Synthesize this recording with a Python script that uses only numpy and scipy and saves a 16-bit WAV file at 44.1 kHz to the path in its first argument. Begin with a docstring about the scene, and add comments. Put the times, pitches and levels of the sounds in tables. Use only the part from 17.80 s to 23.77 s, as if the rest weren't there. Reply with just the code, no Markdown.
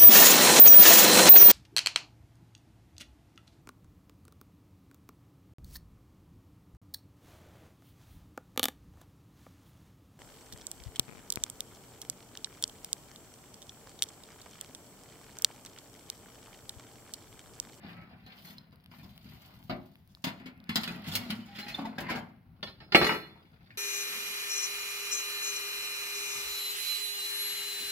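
"""Tongs at a wood stove

Close to a sheet-metal stove in a hard-walled room, on a stereo pair of microphones. Steel tongs push logs
into the fire, swing the door shut by its handle and are dropped on the floor. Each contact shakes the
drum, door or boards, the plates and edges, and the arms of the tongs. Sliding steel squeaks, and the
dropped tongs ring as they bounce. Behind the handling the flames murmur and the burning wood ticks."""
import sys
import numpy as np
from scipy import signal
from scipy.fft import rfft, irfft, next_fast_len
from scipy.io import wavfile
from scipy.ndimage import uniform_filter1d

SR = 44100
rng = np.random.default_rng(int(sys.argv[2]) if len(sys.argv) > 2 else 0)


def file_out(sig):
    """Save sig as 16-bit WAV at sys.argv[1]."""
    # one column per channel
    cols = np.atleast_2d(sig).T
    # limit, then scale
    lim = np.clip(cols, -1, 1)
    pcm = np.round(lim * 32767).astype(np.int16)
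    wavfile.write(sys.argv[1], SR, pcm)


N = 263416
LOG_S, DOOR_S, DROP_S, LET_GO_S = 1.75, 2.25, 4.75, 5.15  # tongs reach log, door, floor; leave the hand

# Blows of the tongs. Weight (body), brightness (fizz) and ring (tongs) are relative to the strength:
# (time [s], strength [dB], weight [dB], brightness [dB], ring [dB], chatter decay [s])
BLOWS = [(0.046, -67.5, 30, -6, -7, 0.0046), (0.333, -57.5, 8.5, -29, -18, 0.00084),
         (.463, -55, 4.5, -5, -3, 0.0035), (0.648, -50.5, -18, -6.5, -16, 0.001),
         (.925, -65, 11.5, -5, -26, 0.0025), (1.114, -58, 7.5, -4, -11, 0.0032),
         (1.139, -57.5, -1, -13, -20, 0.0026), (1.185, -62, 12, 1, -11, 0.0033),
         (1.195, -57, -9, -12.5, -12, 0.01), (1.232, -67, 5, 5, -15, 0.0025),
         (1.243, -62.5, 8, -3, -17, 0.0025), (1.258, -74, 25.5, -7, -15, 0.0022),
         (1.455, -65.5, 18, -9.5, -15, 0.0061), (1.521, -56.5, 5, -15, -20, 0.0047),
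         (1.896, -40, 4.5, -10, -29, 0.0098), (2.441, -33, -0.5, -2.5, -30, 0.0019),
         (2.468, -38, 10.5, -8.5, -12, 0.016), (2.658, -46, 6, -10.5, -24, 0.014),
         (2.892, -36, 6, -8, 0, 0.0025), (2.957, -27.5, -1.5, 0, -11, 0.0013),
         (3.034, -38.5, -7, -2, 1, 0.0011), (3.076, -38, 0.5, -8, -24, 0.0027),
         (3.106, -51, 15.5, -13, -20, 0.0035), (3.283, -49.5, 11.5, 5, -20, 0.0062),
         (3.336, -50.5, 16.5, 9, -20, .004), (3.353, -39, 0, 13, -23, 0.0015),
         (3.374, -57.5, 8, -7, -20, 0.0027), (3.498, -47, 12.5, -8, -30, 0.0031),
         (3.504, -38, -0.5, -1.5, -30.5, 0.0012), (3.683, -59, 6.5, -16, -21, 0.0023),
         (3.785, -38, -3.5, -11.5, -4, 0.013), (3.882, -41.5, -4, -4, -22, 0.0085),
         (3.989, -41, 3, -28, -22, 0.0027), (4.077, -68, 8, -30, -18, 0.0025),
         (4.054, -46, 2, -16, -17, 0.0018), (4.183, -35, 0, -19.5, -21, 0.0031),
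         (4.205, -50, -2, -1.5, -3, 0.0022), (4.22, -51, 18.5, -18, -20, 0.0048),
         (4.298, -32.5, -0.5, -17.5, -30, 0.018), (4.829, -39.5, -3, -18.5, 1.5, 0.0033),
         (5.003, -57, -10, -28, 4.5, 0.0023), (5.004, -50.5, -9, -44, -5.5, 0.048),
         (5.121, -31, -11, -27.5, -3, 0.0098), (5.147, -12.5, -7.5, -31, -6.5, 0.0011),
         (5.153, -17, -29, -16, 2.5, 0.0037), (5.214, -27.5, -0.5, -18, -4, 0.0034),
         (5.228, -29, -4.5, -15.5, 1, .003), (5.244, -27.5, -7.5, -9, -3.5, 0.0017),
         (5.266, -27, -10.5, -9.5, -2.5, .003), (5.293, -29.5, -6.5, -28, 2, 0.0016),
         (5.905, -51, -38, -30, -33.5, 0.0053)]
# Short grinds: (time [s], strength [dB], weight [dB], brightness [dB], ring [dB], rise to full force [s])
SHOVES = [(.06, -57, 22, -15, -13, 0.0028), (.092, -50, -10, -9, -11, 0.0048),
          (0.7, -46, -24, 5, -10, 0.0028), (1.228, -57.5, 18, 6.5, -20, 0.0021),
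          (1.515, -50, -1, -20, -20, 0.003), (1.788, -61, 19.5, -6, -15.5, 0.0062),
          (3.269, -41.5, 15.5, 4, -14, 0.0059), (3.311, -39.5, 9.5, 5, -14, 0.012),
          (3.374, -47.5, 12, -8, -9, 0.0068), (3.746, -38.5, -3, -9.5, -3.5, 0.011),
          (3.784, -53, -4, 10.5, -13, 0.0092), (3.879, -43, -6, -13, -7, 0.015),
          (3.985, -54.5, 30, -13, -8, 0.0044), (4.044, -50, 19, -13, 2, 0.0044),
          (4.281, -33, 1.5, -21, -5.5, 0.013), (4.349, -33, 5.5, -14, -25.5, 0.0069),
          (4.38, -51, 7.5, -1, -7, 0.0038), (4.862, -44.5, -1.5, -19, -1.5, .012),
          (5.19, -37.5, 12.5, 5, -4.5, 0.0045), (5.212, -24, 0, -15, -6.5, 0.0085),
          (5.244, -30.5, -7, -6.5, 3, 0.012), (5.3, -23.5, -15.5, -32, -1, 0.01),
          (5.341, -36, 2, -17, -6, 0.0096)]
# Sliding and rattling contact: (time [s], strength [dB], weight [dB], brightness [dB])
SLIDES = [(0, -53.5, -1, -24), (.1, -53, 2.5, -12), (.25, -64, 6.5, -18), (0.439, -68, 2, -11),
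          (.5, -59.5, -6, -12), (.63, -69.5, 7.5, 10.5), (.68, -63.5, 9.5, 11.5), (.76, -71, 9, 2),
          (.9, -77, 9, -12.5), (1.1, -77, 9, -3), (1.13, -76.5, -35, 14), (1.33, -69.5, 5.5, 3.5),
          (1.55, -67, 4, 6), (1.74, -68.5, 6, 3), (1.82, -81.5, 5.5, 18), (2.5, -103.5, 23.5, 27),
          (2.6, -55, 2.5, -18.5), (2.75, -68, 1.5, -65), (2.95, -62.5, 6.5, 8), (3.11, -55.5, 10.5, 0),
          (3.199, -59, 14.5, -14), (3.25, -50, -2.5, -9), (3.33, -58, 7.5, -2), (3.45, -52.5, 5.5, -7),
          (3.551, -61, 13.5, 1.5), (3.7, -61, 5, -8.5), (3.902, -50.5, -4, -3.5), (4.03, -56, 10, -17),
          (4.14, -68, 17, -15), (4.311, -42, 1, -35), (4.43, -72.5, 15, -11), (4.599, -90, 19.5, -18),
          (5.14, -75, 10, -18), (5.302, -41.5, 5.5, -5.5), (5.42, -61, -11, -13), (5.551, -72.5, 0, -14.5),
          (5.97, -69.5, -12.5, -13)]
# What the tongs work on, in turn embers, log, door, latch, floor and loose bounces:
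# (start [s], plates [dB], rims [dB], edges [dB], fizz [dB])
SURFACES = [(0, -1.5, 0, 1, -3), (1.851, 8.5, 1.5, 3.5, -7), (2.3, -5, 0.2, 3, 0), (3.95, 0, 0, 5, 6),
            (4.75, 3, -2, 14, 0.4), (5.14, 4, 0, 2, -1.5)]
# The voice of the swinging door: (time [s], pitch [factor], lean to high modes [dB/octave], deep modes [dB])
DOOR_SWING = [(2.3, 1.008, 6, -1.5), (2.6, 1.03, 3.5, -2.5), (2.9, 0.96, -8.5, -4), (3.048, 0.96, -2.5, -3),
              (3.17, 0.91, -1.5, -14), (3.3, 0.91, 5.5, 20), (3.42, 0.93, 7.5, 2), (3.55, 0.97, -4, 0.8),
              (3.75, 0.913, 18, 6), (4.0, 1.02, 13.5, -3), (4.2, 1.03, 0.5, 0), (4.33, 0.9, -4.5, -5.5),
              (4.6, 1.08, -7.5, -0.5)]
# Single steel tones: squeaks of sliding steel, then the dropped tongs ringing as they bounce:
# (start [s], end [s], frequency [Hz], level [dB])
STEEL_TONES = [(0.134, 0.302, 1306, -64.5), (0.145, 0.304, 2245, -69), (.66, 0.738, 4180, -60.5),
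               (1.11, 1.124, 4900, -63), (1.232, 1.247, 3500, -67), (1.238, 1.257, 5100, -64),
               (.781, 0.793, 4100, -52), (0.784, 0.791, 5110, -53), (0.45, 0.508, 4200, -64),
               (0.652, 0.735, 3420, -64), (3.076, 3.11, 2505, -45), (3.315, 3.336, 3460, -45.5),
               (3.34, 3.375, 4110, -42), (3.627, 3.656, 3020, -57), (3.681, 3.777, 801, -55.5),
               (3.79, 3.986, 821, -56), (3.814, 3.874, 4140, -48), (3.902, 3.995, 4210, -53),
               (3.943, 3.964, 3545, -37.5), (3.984, 4.002, 756, -40.5), (4.05, 4.07, 894, -40.5),
               (4.053, 4.073, 1970, -48.5), (4.066, 4.09, 700, -45), (4.18, 4.198, 1640, -41.5),
               (4.2, 4.25, 1650, -52), (4.184, 4.192, 2500, -46), (4.24, 4.278, 980, -60),
               (4.293, 4.32, 1610, -42), (4.314, 4.33, 741, -40.5), (3.882, 3.93, 2570, -51),
               (4.287, 4.319, 1850, -40), (4.29, 4.325, 2320, -46), (4.39, 4.44, 3140, -62),
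               (4.287, 4.314, 1015, -40), (4.346, 4.417, 1624, -47.5), (4.827, 4.845, 3190, -47),
               (4.831, 4.883, 3420, -51), (4.83, 4.896, 2810, -59), (4.84, 4.968, 4178, -59.5),
               (5.158, 5.222, 4198, -35.5), (5.23, 5.3, 4180, -40.5), (5.325, 5.5, 4200, -55.5),
               (5.25, 5.36, 5150, -52), (4.998, 5.105, 5120, -72), (5.263, 5.362, 2890, -38),
               (5.914, 5.946, 2420, -59.5)]
# Dry snaps, mostly ticks of burning wood, with a few small knocks and a tink of the tongs: (time [s], relative
# level [dB], centre [Hz], treble [dB])
TICKS = [(0.783, -45, 4260, -2), (0.873, -72, 3000, 10), (0.91, -75, 4000, 14), (0.9587, -68, 3980, 16),
         (1.001, -67, 3500, -2), (1.0396, -68, 4470, 12), (1.043, -64, 3000, 9), (1.0607, -52, 3000, 4),
         (1.138, -55, 980, -20), (1.3787, -51, 3000, 7), (1.828, -57, 3040, -7), (2.156, -55, 2570, -1),
         (2.276, -66, 4970, 15), (2.35, -48, 4000, 4), (2.372, -62.5, 1150, -17), (2.6, -55, 2000, 4),
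         (2.7768, -78, 3480, 22), (2.8024, -57.5, 3800, 0), (2.841, -63, 3550, 16), (3.162, -59, 4940, 13),
         (3.222, -58, 4980, 7)]

# Ringing modes: (frequency [Hz], relative level [dB], t60 [s])
DRUM_MODES = [(63.4, -8.5, 0.13), (104, -10, 0.15), (117.3, -11, 0.75), (172, 1.5, 0.43), (200, 6.5, 0.18),
              (239.8, 2.5, 0.24)]
DOOR_MODES = [(112.1, -6, 0.42), (167, -10, 0.034), (189, -4, 0.26), (186.8, -1.5, 0.18),
              (219.3, -0.7, 0.27), (222.9, 0.5, 0.29), (249.1, 2, 0.3)]  # cast door
BOARD_MODES = [(121, -25, 0.14), (168.5, -6.5, 0.45), (200.2, 9, 0.078), (244, -4, 0.26), (304, -22, 0.23),
               (378, -2, 0.2)]  # thud of the floor
HELD_TONG_MODES = [(1320, -4, 0.1), (1803, 1, 0.15), (2250, -8, 0.25), (2541, -9, .3), (2896, -5, 0.18),
                   (3150, -6, .08), (3450, -3, 0.24), (4183, -6, 0.45), (4200, -10, .35), (4597, -9, .16),
                   (5140, -10, 0.3)]
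LOOSE_TONG_MODES = [(356, -3, .25), (429, -1, .42), (501, -8, .25), (575, -6, .3), (1328, -2, .25),
                    (1810, -4, .27), (1938, 2, .3), (2110, -8, .3), (2226, 1, .3), (2352, -8, .25),
                    (2514, -4, .28), (2895, -11, .28), (3496, -14, .75), (3509, -17, .9), (3811, -10, .3),
                    (4194, -4, .55), (4206, -9, .55), (5152, -13, .35)]

# Spectra of crowded modes and of noise: (frequency [Hz], relative level [dB])
PLATE_COLOUR = [(190, -13), (330, -0.5), (504, -6), (684, 1.5), (1500, -5.5), (1950, -39.5), (3300, -120)]
LOG_COLOUR = [(190, -5), (260, -0.5), (420, -4), (520, -8.5), (650, -2.5), (800, -2.5), (1070, -6.5),
              (1250, -12.5), (1950, -17), (3300, -120)]  # a log against the stove wall
KNOCK_COLOUR = [(190, -19), (330, -5), (428, -8.5), (527, -7), (587, -5), (1240, -8.5), (1500, -10.5),
                (1950, -42), (3300, -120)]  # floorboards
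RIM_COLOUR = [(1100, -25), (1400, -2), (1650, -3), (2100, 2), (2900, -3), (3600, -40)]
EDGE_COLOUR = [(1710, -39.5), (2900, -8), (4400, -9.5), (4960, -10.5), (5800, -33), (7540, -46),
               (12800, -120)]
EMBER_FIZZ = [(3240, -13.5), (5200, -6), (6000, -7.5), (8160, -13), (11000, -8), (13000, -1.5), (15100, 2),
              (15700, -17), (16500, -48)]  # fizz is the top treble of a contact
DOOR_FIZZ = [(3240, -10), (5500, -1), (5970, -9), (6700, -3), (8160, -11.5), (11800, -7.5), (15100, -5.5),
             (15700, -12.5), (16500, -25.5)]
FLOOR_FIZZ = [(3240, -8.5), (5300, -4.5), (6000, 0), (8000, -11.5), (11000, -7.5), (14000, -9.5),
              (15300, -14), (16500, -31)]
TICK_COLOUR = [(500, -12.5), (1000, -2.5), (2000, -4), (5200, 0.5), (6200, -16.5), (8000, -13.5),
               (11000, -3.5), (16000, -4)]
FIRE_COLOUR = [(15, -50.5), (25, -1), (84, 0), (175, 1.5), (427, -29.5), (531, -26), (714, -23.5),
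               (1190, -30.5), (1700, -28.5), (4740, -40), (7510, -59), (11000, -41.5), (16000, -39)]

# Decay of sheet metal, floor and room: (frequency [Hz], t60 [s])
SHEET_T60 = [(300, 0.39), (1000, 0.32), (3000, 0.13), (6000, 0.093), (14000, 0.094)]
FLOOR_T60 = [(300, 0.17), (1000, 0.11), (3000, 0.038), (6000, 0.095), (14000, 0.36)]
ROOM_T60 = [(100, 0.91), (500, 0.43), (2000, 0.53), (6000, 0.32), (14000, 0.33)]

# Where the hand works, heard from the microphones: (time [s], left lag [ms], left over right [dB])
HAND_POSITION = [(0, 0.12, 1), (.9, 0.22, 2), (1.201, 0.089, 2), (2.8, 0.24, 1.5), (3.101, 0.099, 0),
                 (3.9, 0.062, 0), (4.6, .09, 3.5), (5.098, 0.11, -1.5), (5.45, 0.16, 3.5),
                 (5.97, 0.38, 1.5)]
# Likeness of the two microphone signals: (frequency [Hz], coherence [0-1])
MIC_COHERENCE = [(60, 0.97), (290, 0.94), (640, 0.36), (1400, 0.19), (4000, 0.43), (15000, 0.083)]
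# Imbalance of the microphone ports: (frequency [Hz], left over right [dB])
MIC_BALANCE = [(25, -3), (60, 4), (125, 2.5), (250, 1), (600, -0.5), (2000, 0.5), (5000, -1.5),
               (9000, -1.5), (15000, 0.5)]


def steel():
    """Close up, tongs on stove and floor: each force rings its own part as the contact point moves."""
    force = placed(contact_forces())
    out = np.zeros((2, N + SR))
    drum = ringing(DRUM_MODES, spread_rad=0.085)
    boards = ringing(BOARD_MODES, spread_rad=0.065)
    hop = SR // 14  # a fresh mix of modes 14 times a second
    for at in range(0, N, hop):
        if at >= DROP_S * SR:
            body, plates, fizz, t60 = boards, KNOCK_COLOUR, FLOOR_FIZZ, FLOOR_T60
        elif at >= DOOR_S * SR:
            body = ringing(swinging_door((at + hop / 2) / SR), spread_rad=0.13)
            plates, fizz, t60 = PLATE_COLOUR, DOOR_FIZZ, SHEET_T60
        else:
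            plates = LOG_COLOUR if at >= LOG_S * SR else PLATE_COLOUR
            body, fizz, t60 = drum, EMBER_FIZZ, SHEET_T60
        parts = [dying_noise(plates, t60, alike=0.97, crack=7.0),
                 body,
                 dying_noise(RIM_COLOUR, t60, alike=1.0, crack=5.8),
                 dying_noise(EDGE_COLOUR, t60, alike=0.42, crack=7.6, seconds=0.16),
                 dying_noise(fizz, t60, alike=0.24, crack=1.9, seconds=0.22)]
        for k, part in enumerate(parts):
            sound = signal.fftconvolve(force[:, k, at:at + hop], part, axes=1)
            out[:, at:at + sound.shape[1]] += sound
    loose = np.arange(N) >= LET_GO_S * SR
    for when, modes in (~loose, HELD_TONG_MODES), (loose, LOOSE_TONG_MODES):
        arms = ringing(modes, spread_rad=0.35, seconds=1)
        out[:, :N] += signal.fftconvolve(force[:, -1] * when, arms, axes=1)[:, :N]
    return out[:, :N]


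def contact_forces():
    """Six force trains, one for each part: slides stick and slip, blows chatter, shoves swell and fade."""
    t = np.arange(N) / SR
    slips_per_s = 2500
    slip_db = 6.03 * np.minimum(rng.exponential(1, N), 4)
    grit = gain_of(slip_db) * rng.standard_normal((6, N))
    grit = unit_rms(grit * (rng.random(N) < slips_per_s / SR))
    times, *controls = np.transpose(SLIDES)
    force = part_gains(t, *[np.interp(t, times, db) for db in controls], ring_db=-23.5) * grit
    for s, *contact, chatter_s in BLOWS:
        burst = rng.standard_normal((6, 2000)) * np.exp(-t[:2000] / chatter_s)
        burst[:, 0] = 6.4  # the first touch is the hardest
        burst[[1, 5], 1:] *= 0.2  # body and tongs ring free after it
        burst /= np.linalg.norm(burst, axis=1)[:, None]
        at = round(s * SR)
        force[:, at:at + 2000] += 20 * part_gains(s, *contact)[:, None] * burst
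    for s, *contact, rise_s in SHOVES:
        age = t[:4000] / rise_s
        grind = rng.standard_normal((6, 4000)) * age * np.exp(-age)
        at = round(s * SR)
        force[:, at:at + 4000] += part_gains(s, *contact)[:, None] * grind
    return force


def part_gains(s, strength_db, weight_db, bright_db, ring_db):
    """How hard a contact at time s drives plates, body, rims, edges, fizz and tongs."""
    start, plate_db, rim_db, edge_db, fizz_db = np.transpose(SURFACES)
    surface = np.searchsorted(start[1:], s)
    part_db = [plate_db[surface] + 0.56 * weight_db,
               weight_db,
               rim_db[surface],
               edge_db[surface] + 0.5 * bright_db,
               fizz_db[surface] + bright_db,
               np.full(np.shape(s), ring_db)]
    return gain_of(strength_db + np.array(part_db))


def swinging_door(s, wander=0.03, scatter_db=2.8, deep_hz=130):
    """The door's modes at time s: they shift and trade strength with the swing and the contact point."""
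    times, *curves = np.transpose(DOOR_SWING)
    pitch, lean_db, deep_db = [np.interp(s, times, curve) for curve in curves]
    hz, db, t60 = np.transpose(DOOR_MODES)
    shift, trade = rng.standard_normal((2, len(hz)))
    db = db + lean_db * np.log2(hz / hz[-1]) + deep_db * (hz < deep_hz)
    return np.transpose([hz * pitch * (1 + wander * shift), db + scatter_db * trade, t60])


def ringing(modes, spread_rad, seconds=0.517):
    """Struck modes as dying sines; each reaches the two microphones a little out of step."""
    hz, db, t60 = np.transpose(modes)[:, :, None]
    t = np.arange(int(seconds * SR)) / SR
    phase = spread_rad * rng.standard_normal((2, len(modes), 1))
    envelope = gain_of(db - 60 * t / t60) * np.minimum(t * hz * 2, 1)
    return unit_energy((envelope * np.sin(2 * np.pi * hz * t + phase)).sum(1))


def dying_noise(colour, t60, alike, crack=0., seconds=0.3):
    """Crowded modes at both microphones: a first crack, then noise, each band dying at its own speed."""
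    noise = rng.standard_normal((2, int(seconds * SR)))
    hz, t, bands = signal.stft(noise, SR, nperseg=128)
    coherence = np.clip(alike * at_hz(MIC_COHERENCE, hz), 0, 1)[:, None]
    bands[1] = coherence * bands[0] + np.sqrt(1 - coherence ** 2) * bands[1]
    decay = gain_of(-60 * t / at_hz(t60, hz)[:, None])
    tail = signal.istft(bands * decay, SR, nperseg=128)[1]
    tail[:, 0] += crack
    size = 2 * next_fast_len(len(tail[0]))
    colour_db = np.maximum(at_hz(colour, abs(np.fft.fftfreq(size, 1 / SR))), -80)
    causal = np.exp(np.conj(signal.hilbert(np.log(gain_of(colour_db)))))  # no sound before the contact
    coloured = np.fft.ifft(np.fft.fft(tail, size) * causal).real
    return unit_energy(coloured[:, :size // 2])


def steel_tones():
    """Single trembling tones: squeaks of sliding steel, then the dropped tongs ringing as they bounce."""
    out = np.zeros((2, N))
    noise = rng.standard_normal((len(STEEL_TONES), 2, SR // 4))
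    tremble = uniform_filter1d(noise, 300, axis=2) * np.sqrt(300)
    phases = rng.uniform(-0.7, 0.7, len(STEEL_TONES))  # a long arm reaches the microphones out of step
    for (start, end, hz, db), (level, pitch), phase in zip(STEEL_TONES, tremble, phases):
        n = int((end - start) * SR)
        cycles = np.cumsum(hz * (1 + 0.001 * pitch[:n])) / SR
        swell = np.sin(np.pi * np.linspace(0, 1, n) ** 0.6) * gain_of(db + 2.5 * level[:n])
        at = round(start * SR)
        out[:, at:at + n] += np.sqrt(2) * swell * np.sin(2 * np.pi * cycles + [[phase], [-phase]])
    return out


def dry_snaps():
    """Dry snaps, a pop and a crack each: the listed ones, mostly wood cells bursting in the stove with a few
    small knocks of the tongs, plus 60 faint wood ticks at random."""
    out, t = np.zeros(N + 400), np.arange(300) / SR
    faint = rng.random((60, 4)) * [N / SR, 9, 4000, 10] + [0, -78.5, 1493, 1]  # columns as in TICKS
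    for s, db, hz, treble_db in [*faint, *TICKS]:
        pop = np.sin(2 * np.pi * hz * t) * np.exp(-t * hz / 1.1)  # about one swing
        crack = gain_of(treble_db) * np.diff(rng.standard_normal(301)) * np.exp(-t / 0.00034)
        at = round(s * SR)
        out[at:at + 300] += gain_of(db + 17) * (pop + 0.23 * crack)
    size = next_fast_len(N)
    colour = gain_of(at_hz(TICK_COLOUR, np.fft.rfftfreq(size, 1 / SR)))
    return placed(irfft(rfft(out[:N], size) * colour, size)[:N])


def fire(level_db=-56.5):
    """The draught of the flames, behind the handling: lumpy, fluttering low noise with a thin hiss."""
    frames, hz = N // 256 + 5, np.fft.rfftfreq(1024, 1 / SR)
    left_re, left_im, apart_re, apart_im, patches = rng.standard_normal((frames, 513, 5)).T
    patches = unit_rms(uniform_filter1d(uniform_filter1d(patches, 10, axis=0), 12, axis=1))
    flutter = unit_rms(uniform_filter1d(rng.standard_normal(frames), 8))
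    coherence = at_hz(MIC_COHERENCE, hz)[:, None]
    left = left_re + 1j * left_im
    right = coherence * left + np.sqrt(1 - coherence ** 2) * (apart_re + 1j * apart_im)
    band_db = at_hz(FIRE_COLOUR, hz)[:, None] + 1.5 * patches + 3.6 * flutter * (hz[:, None] < 350)
    draught = signal.istft(np.array([left, right]) * gain_of(band_db), nperseg=1024, noverlap=768)[1]
    return gain_of(level_db) * unit_rms(draught[:, :N])


def room(x):
    """The hard walls answer about 7 ms later, with a tail that is unlike at the two microphones."""
    tail = dying_noise([(20, -4.5), (16000, -5.0)], ROOM_T60, alike=0.88, seconds=0.83)
    delayed = np.pad(tail, ((0, 0), (300, 0)))
    return signal.fftconvolve(x.mean(0)[None], delayed, axes=1)[:, :N]


def placed(x):
    """Sets a sound where the hand works, by delay and level between the microphones."""
    times, lag_ms, left_db = np.transpose(HAND_POSITION)
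    t = np.arange(N) / SR
    lag = np.round(np.interp(t, times, lag_ms) * SR / 1000).astype(int)
    late = np.clip(np.arange(N) - lag, 0, N - 1)
    tilt = gain_of(np.interp(t, times, left_db) / 2)
    return np.array([x[..., late] * tilt, x / tilt])


def gain_of(db):
    """Decibels to a factor."""
    return 10 ** (np.asarray(db) / 20)


def at_hz(table, hz):
    """Interpolates a table over log frequency."""
    points_hz, values = np.transpose(table)
    return np.interp(np.log(hz + 1), np.log(points_hz + 1), values)


def unit_rms(x):
    """Scales to rms 1."""
    return x / np.sqrt(np.mean(x ** 2) + 1e-20)


def unit_energy(response):
    """Scales a stereo response to energy 1 at the left microphone."""
    return response / np.linalg.norm(response[0])


def scene():
    """Beside the stove: steel up close, ticking wood, the room's answer and the fire underneath."""
    near = steel() + steel_tones()
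    ticks = dry_snaps()
    walls = room(gain_of(-13.0) * near + gain_of(-21.5) * ticks)
    return near + ticks + walls + fire()


def record(dry):
    """The stereo microphone: unequal ports that lose the bass under 65 Hz, and a 16.4 kHz band limit."""
    size = next_fast_len(N)
    tilt = gain_of(at_hz(MIC_BALANCE, np.fft.rfftfreq(size, 1 / SR)) / 2)
    ports = irfft(rfft(dry, size) * [tilt, 1 / tilt], size)[:, :N]
    ports = signal.sosfilt(signal.butter(2, 65, "high", fs=SR, output="sos"), ports)
    band_limit = signal.firwin(511, 16400, window=("kaiser", 9), fs=SR)
    return signal.oaconvolve(ports, band_limit[None], "same")


dry = scene()
out = record(dry)
file_out(out)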